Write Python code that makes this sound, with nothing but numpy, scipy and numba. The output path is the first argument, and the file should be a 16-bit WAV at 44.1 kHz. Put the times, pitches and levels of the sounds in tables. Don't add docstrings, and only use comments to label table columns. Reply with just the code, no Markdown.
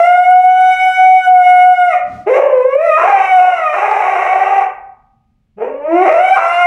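import sys
import numpy as np
from scipy import signal
from scipy.fft import rfft, irfft, next_fast_len
from scipy.io import wavfile
from scipy.ndimage import uniform_filter1d, minimum_filter1d
from numba import njit

SR = 44100
rng = np.random.default_rng(int(sys.argv[2]) if len(sys.argv) > 2 else 0)


def store_pcm(level_fs):
    pcm = np.round(np.clip(level_fs, -1, 1) * 32767).astype(np.int16)
    wavfile.write(sys.argv[1], SR, np.atleast_2d(pcm).T)


N = 293706
TIME = np.arange(N) / SR

# f/Hz, relative level/dB
AIR_SPECTRUM = [(15, -36), (25, -1), (59, -9), (159, -13), (183, -22.5), (219, -10.5), (285, -29),
                (777, -41.5), (1390, -48.5), (2490, -45.5), (3050, -53), (3960, -70.5), (6710, -120)]
AIR_DB = -60.5
# t/s, half-length/s, level/dB, upper edge f/Hz
RUSTLES = [(0.425, 0.48, -50, 47.8), (2.156, 0.065, -39.5, 248)]

# f/Hz, decay time/s
ROOM_T60 = [(250, 0.33), (800, 0.72), (2300, 0.5), (4500, 0.29), (9000, 0.32), (14000, 0.089)]
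# f/Hz, gain/dB
DIFFUSE_SPECTRUM = [(200, -3), (420, -1.5), (560, 1), (730, -5), (900, 1.5), (1300, -8), (1700, 0),
                    (3000, -5.5), (9000, -2)]
# f/Hz, relative gain/dB, decay time for 60 dB/s
ROOM_MODES = [(460, -5, 0.61), (527, -5, 0.77), (544, -4, 0.41), (599, 8, 1), (638, 1.5, 0.12),
              (695, -4, 0.15), (716.6, -8, 0.49), (720, 1, 0.04), (789, -2, 0.29), (740, -8.5, 0.7),
              (767, 1, 0.39), (845, 6, 0.17), (840, -11, 0.2), (1024, 3.5, 0.25), (1104.2, 9, 0.19),
              (1084, -2, .6), (1075, 1.5, .6), (1256, -2, 0.85), (1250, -0.5, .6), (1238, 6, 1)]
# t/s, half-length/s, gain/dB
SURGES = [(0.067, 0.0055, -10.5), (0.171, 0.0046, -9), (0.427, 0.012, -8), (0.773, 0.026, -12),
          (0.949, 0.027, -12), (1.235, 0.029, -15.5), (2.636, 0.0073, -12.5), (2.657, 0.01, 4.5),
          (2.72, 0.0093, -9.5), (2.76, 0.0061, 10.5)]

# t/s, f/Hz
PITCH = [
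    [(0, 675.6), (.07, 708.8), (.22, 725.1), (.47, 739.7), (.8, 743.8), (1.15, 746.5), (1.42, 725.5),
     (1.7, 729.6), (1.88, 712.4), (1.96, 564)],
    [(2.26, 360), (2.3, 507.5), (2.4, 590.4), (2.49, 520.6), (2.61, 501.4), (2.75, 573.3), (2.85, 681.3),
     (2.92, 612.6), (2.965, 628.7), (3.12, 806.7), (3.27, 748), (3.5, 731), (3.6, 651.8), (3.73, 593.8),
     (3.77, 794.8), (4.0, 791), (4.28, 753.3), (4.47, 781.7), (4.64, 766.8)],
    [(5.56, 382.2), (5.68, 536.8), (5.82, 581.7), (6.05, 768), (6.065, 580.3), (6.23, 740), (6.37, 792.5),
     (6.395, 664), (6.52, 697.8), (6.66, 707)],
]
# t/s, relative level/dB, mouth opening/0-1
EFFORT = [
    [(0, 0.5, 0.59), (.3, -2.5, .35), (.5, -4, 0.52), (.85, -9, .72), (1.3, -2.5, 0.35), (1.7, 5.5, 0.34),
     (1.94, -17, 0.76)],
    [(2.27, -13.5, .3), (2.36, -7, 0.46), (2.47, -14, 0), (2.75, -12.5, 0.3), (2.86, -10.5, 0.53),
     (3.12, -10.5, 0.51), (3.3, -16.5, 0.9), (3.41, -0.5, 0.44), (3.55, -16.5, 0.73), (4.2, -16.5, .75),
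     (4.62, -15.5, 0.55)],
    [(5.58, -29, 0.08), (5.635, -17, .05), (5.71, -30.5, .05), (5.8, -28, .05), (5.95, -15, 0.5),
     (6.12, -8, 0.52), (6.32, -7, .6), (6.42, -13, 0.74), (6.66, -9, 0.7)],
]
# start t/s, length/s, roughness added to the calm voice/0-1, share of strong-weak pulsing/0-1
STRAINS = [(1.914, 0.045, .35, 0), (2.249, 0.044, .45, 0.4), (2.331, 0.092, .65, 0.4), (2.462, 0.55, 0, 0),
           (2.966, .13, 0.7, 0.8), (3.136, 0.11, 0.3, .5), (3.369, 0.17, 0.2, .2), (3.539, 0.15, .13, .08),
           (3.718, .55, .66, 1), (4.298, .36, 0.5, 1), (5.544, .12, .65, 0.6), (5.795, 0.31, .12, 0.7),
           (6.051, .04, 0.8, .4), (6.102, 0.18, .06, 0), (6.35, 0.028, .7, 0.6), (6.495, 0.12, .11, .28)]
STRAIN_ATTACK_S, STRAIN_RELEASE_S, CALM_ROUGHNESS = .025, .05, 0.032

# f/Hz, gain/dB
THROAT = [(150, -29), (290, -12), (370, 8), (450, 7), (700, 4), (1250, 0.5), (1740, -4.5), (1950, 3.5),
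          (2300, -3), (2520, 3.5), (2720, -8.5), (2950, -10.5), (3250, -13.5), (4500, -46.5)]
# f/Hz, relative level/dB
OVERTONES = [(2500, -28), (3100, -2), (3700, 7), (4500, -12.5), (5300, -2), (6100, -2.5), (6700, -25),
             (9000, -28.5), (15000, -37.5)]
# f/Hz, relative level/dB
WHISTLE_SPECTRUM = [(5500, -49), (6500, -23.5), (7000, -4), (7750, 3), (8450, -8.5), (9200, 4.5),
                    (9950, -10), (10700, -0.5), (11400, -2), (12600, -16), (14000, -28.5)]
# f/Hz, relative level/dB
HISS_SPECTRUM = [(2500, -18), (3300, -1.5), (3900, 1), (4600, -8.5), (5800, 6.5), (6800, 2), (7800, -3),
                 (8600, -5), (9300, -8.5), (10100, -11.5), (11300, -4), (12300, -13), (13500, -27),
                 (16000, -33.5)]

JAW_REST_HZ, JAW_PER_PITCH, JAW_LAG_S, JAW_STRAIN_HZ = 127, 0.91, 0.15, 88
JAW_WIDTH_HZ = 504
# f/Hz, width/Hz
UPPER_RESONANCES = [(1137, 603), (2130, 503), (2640, 323)]
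SECOND_SHUT_DB, SECOND_OPEN_DB = -28.5, 22
THIRD_SHUT_DB, THIRD_OPEN_DB = -23, 21
FOURTH_SHUT_DB, FOURTH_OPEN_DB = -25, 14
SECOND_ROUGH_DB = 6.5
FOURTH_CLEAN_DB, CLEAN_ROUGHNESS = -18.5, 0.098
# t/s, half-length/s, lift of the second resonance/dB
TWANGS = [(1.94, .03, 7.5), (2.96, .055, 14.5), (3.66, 0.077, 11.5), (6.47, 0.15, 8)]
TWANG_TRADE = 0.92

GROAN_START_S, GROAN_END_S, GROAN_ATTACK_S, GROAN_RELEASE_S = 5.555, 6.035, 0.013, 0.053
GROAN_DB, GROAN_GROWTH = -8.5, 0.41
GROAN_SWELL_S, GROAN_SOFT_DB = 5.88, -22.5

TOP_HZ = 15700


def undb(db):
    return 10 ** (np.asarray(db) / 20)


def unit(x):
    return x / np.sqrt(np.mean(x ** 2))


def steady(x):
    size = SR // 40
    power = uniform_filter1d(uniform_filter1d(x * x, size), size)
    return x / np.sqrt(np.abs(power) + 1e-12)


def curves(howl_curves):
    t, *columns = np.vstack(howl_curves).T
    return [np.interp(TIME, t, column) for column in columns]


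def swells(rows):
    return sum(height * np.exp(-.5 * ((TIME - t) / half_s) ** 2) for t, half_s, height in rows)


def along_hz(points, hz):
    f, value = np.transpose(points)
    return np.interp(np.log(hz + 1e-9), np.log(f), value)


def colour(x, points):
    size = next_fast_len(N + SR // 10)
    gain = undb(along_hz(points, np.fft.rfftfreq(size, 1 / SR)))
    return irfft(rfft(x, size) * gain, size)[:N]


def wander(hz):
    lowpass = signal.butter(2, hz, fs=SR, output="sos")
    return unit(signal.sosfilt(lowpass, rng.standard_normal(N)))


@njit
def moving_bandpass(x, hz, width):
    y, band, low = np.empty(len(x)), 0., 0.
    for i in range(len(x)):
        g, k = np.tan(np.pi * hz[i] / SR), width / hz[i]
        v = (band + g * (x[i] - low)) / (1 + g * (g + k))
        band = 2 * v - band
        low = low + 2 * g * v
        y[i] = k * v
    return y


@njit
def follow(x, attack, release):
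    out, e = np.empty(len(x)), 0.
    for i in range(len(x)):
        e += (abs(x[i]) - e) * (attack if abs(x[i]) > e else release)
        out[i] = e
    return out


def still_air():
    return undb(AIR_DB) * unit(colour(rng.standard_normal(N), AIR_SPECTRUM))


def microphone_hiss(gain_db=-85):
    return undb(gain_db) * colour(rng.standard_normal(N), [(3000, 7.5), (12000, -8.5)])


def rustles():
    out = np.zeros(N)
    for t, half_s, db, edge_hz in RUSTLES:
        spectrum = [(edge_hz / 8, -12), (edge_hz / 3, 0), (edge_hz, -2),
                    (edge_hz * 2, -18), (edge_hz * 25, -36), (edge_hz * 60, -55)]
        noise = unit(colour(rng.standard_normal(N), spectrum))
        out += noise * swells([(t, half_s, undb(db))])
    return out


def dense_tail(build_s=0.0033):
    f, frames, grains = signal.stft(rng.standard_normal(SR), SR, nperseg=256)
    t60 = along_hz(ROOM_T60, f)[:, None]
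    decay = np.exp(-np.log(1000) * frames / t60) / np.sqrt(t60)
    tail = signal.istft(grains * decay, SR)[1][:SR]
    tail = tail * (1 - np.exp(-TIME[:SR] / build_s))
    return tail / np.sqrt(np.sum(tail ** 2))


def standing_waves():
    t = TIME[:SR]
    ring = np.zeros(SR)
    for hz, db, t60 in ROOM_MODES:
        rate = np.log(1000) / t60
        level = undb(db) * 2 * rate / SR
        ring += level * np.exp(-rate * t) * np.cos(2 * np.pi * hz * t)
    return ring


def room(x, wet_db=-0.5, direct_db=-5, modes_db=-5):
    diffuse = colour(signal.fftconvolve(x, dense_tail())[:N], DIFFUSE_SPECTRUM)
    ringing = signal.fftconvolve(x, standing_waves())[:N]
    return undb(direct_db) * x + undb(wet_db) * diffuse + undb(modes_db) * ringing


def surge(x):
    fundamental = colour(x, [(850, 1.0), (1100, -42)])
    return x - fundamental * (1 - undb(swells(SURGES)))


def strain():
    rough, alternate = np.zeros(N), np.zeros(N)
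    for start_s, length_s, roughness, share in STRAINS:
        attack = np.clip((TIME - start_s) / STRAIN_ATTACK_S, 0, 1)
        release = np.exp(-np.maximum(TIME - start_s - length_s, 0) / STRAIN_RELEASE_S)
        shape = attack * release
        rough = np.maximum(rough, roughness * shape)
        alternate = np.maximum(alternate, share * shape)
    return CALM_ROUGHNESS + rough, alternate


def larynx(hz, rough, alternate, jitter=.06, lurch=.05, shimmer=1.0, tremor=0.0012, leak=0.047,
           flutter_db=4, sway=.02):
    bend = (tremor + lurch * rough ** 1.3) * wander(28)
    bend += sway * rough * wander(9)
    bend += jitter * rough ** 1.3 * wander(170)
    phase = 2 * np.pi * np.cumsum(hz * (1 + bend)) / SR
    pulses = sum(np.cos(k * phase) for k in np.arange(1, 13))
    size = 1 + alternate * np.cos(phase / 2 + 1.2 * rough * wander(40))
    size += shimmer * rough ** 1.4 * wander(790)
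    size *= undb(flutter_db * rough * wander(90))
    breath = leak * rough ** 0.62 * rng.standard_normal(N)
    return unit(pulses * size) + breath, phase


def groan(phase, level_db, swell_s=0.012):
    attack = np.clip((TIME - GROAN_START_S) / GROAN_ATTACK_S, 0, 1)
    release = np.clip((GROAN_END_S - TIME) / GROAN_RELEASE_S + 1, 0, 1)
    soft = .5 - .5 * np.tanh((TIME - GROAN_SWELL_S) / swell_s)
    groan_db = GROAN_DB + GROAN_GROWTH * level_db + GROAN_SOFT_DB * soft
    return undb(groan_db) * (attack * release) ** 2 * unit(np.sin(phase / 2))


def treble(source, rough, overtone_db=-28, whistle_hz=7015, carrier=0.26,
           whistle_rough_db=-38.55, whistle_clear_db=5.7, hiss_rough_db=-29, hiss_clear_db=-20):
    clear = np.exp(-rough / 0.16)
    moving_hz = whistle_hz * (1 + 0.07 * rough * wander(13))
    whistle = (source + carrier) * np.sin(2 * np.pi * np.cumsum(moving_hz) / SR)
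    whistle_db = whistle_rough_db + whistle_clear_db * clear
    hiss_db = hiss_rough_db + hiss_clear_db * clear
    out = undb(overtone_db) * steady(colour(source, OVERTONES))
    out += undb(whistle_db) * steady(colour(whistle, WHISTLE_SPECTRUM))
    return out + undb(hiss_db) * unit(colour(rng.standard_normal(N), HISS_SPECTRUM))


def resonance(x, hz, width_hz):
    hz = hz * np.ones(N)
    once = moving_bandpass(x, hz, float(width_hz))
    return moving_bandpass(once, hz, float(width_hz))


def voicing(onset_s=.014, stop_s=0.048):
    gate = np.zeros(N)
    for howl in EFFORT:
        start_s, end_s = howl[0][0], howl[-1][0]
        fade_in = np.clip((TIME - start_s) / onset_s + 0.87, 0, 1)
        gate += fade_in * np.clip((end_s - TIME) / stop_s + 1, 0, 1)
    return gate ** 2


def howls(treble_growth=1.142, treble_db=3.5, patchy_db=3.0):
    [hz] = curves(PITCH)
    level_db, opening = curves(EFFORT)
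    rough, alternate = strain()
    twang_db = swells(TWANGS)

    first_db = level_db - TWANG_TRADE * twang_db
    second_db = level_db + SECOND_SHUT_DB + SECOND_OPEN_DB * opening
    second_db += SECOND_ROUGH_DB * rough + twang_db
    third_db = level_db + THIRD_SHUT_DB + THIRD_OPEN_DB * opening
    fourth_db = level_db + FOURTH_SHUT_DB + FOURTH_OPEN_DB * opening
    fourth_db += FOURTH_CLEAN_DB * np.exp(-rough / CLEAN_ROUGHNESS)

    smooth_pitch = uniform_filter1d(hz, int(JAW_LAG_S * SR))
    jaw_hz = JAW_REST_HZ + JAW_PER_PITCH * smooth_pitch - JAW_STRAIN_HZ * rough
    resonances = [(jaw_hz, JAW_WIDTH_HZ)] + UPPER_RESONANCES
    levels = [first_db, second_db, third_db, fourth_db]

    source, phase = larynx(hz, rough, alternate)
    throat = colour(source, THROAT)
    voice = undb(treble_db + treble_growth * third_db) * treble(source, rough)
    for (centre_hz, width_hz), db in zip(resonances, levels):
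        flicker_db = patchy_db * rough * wander(18)
        voice += undb(db + flicker_db) * steady(resonance(throat, centre_hz, width_hz))
    return voice * voicing() + groan(phase, level_db)


def scene():
    background = still_air() + microphone_hiss() + rustles()
    return (background + surge(room(howls())))[None]


def record(dry, drive_db=3, attack_s=.0002, release_s=0.083, ceiling=.89, window_s=.003):
    x = dry[0] * undb(drive_db)
    envelope = follow(x, 1 / (attack_s * SR), 1 / (release_s * SR))
    gain = np.minimum(1, ceiling / (envelope + 1e-9))
    size = int(window_s * SR)
    x = x * uniform_filter1d(minimum_filter1d(gain, size), size)
    x = x / (1 + (x / .98) ** 24) ** (1 / 24)
    top_cut = signal.ellip(8, .2, 70, TOP_HZ, fs=SR, output="sos")
    return signal.sosfilt(top_cut, x)[None]


dry = scene()
out = record(dry)
store_pcm(out)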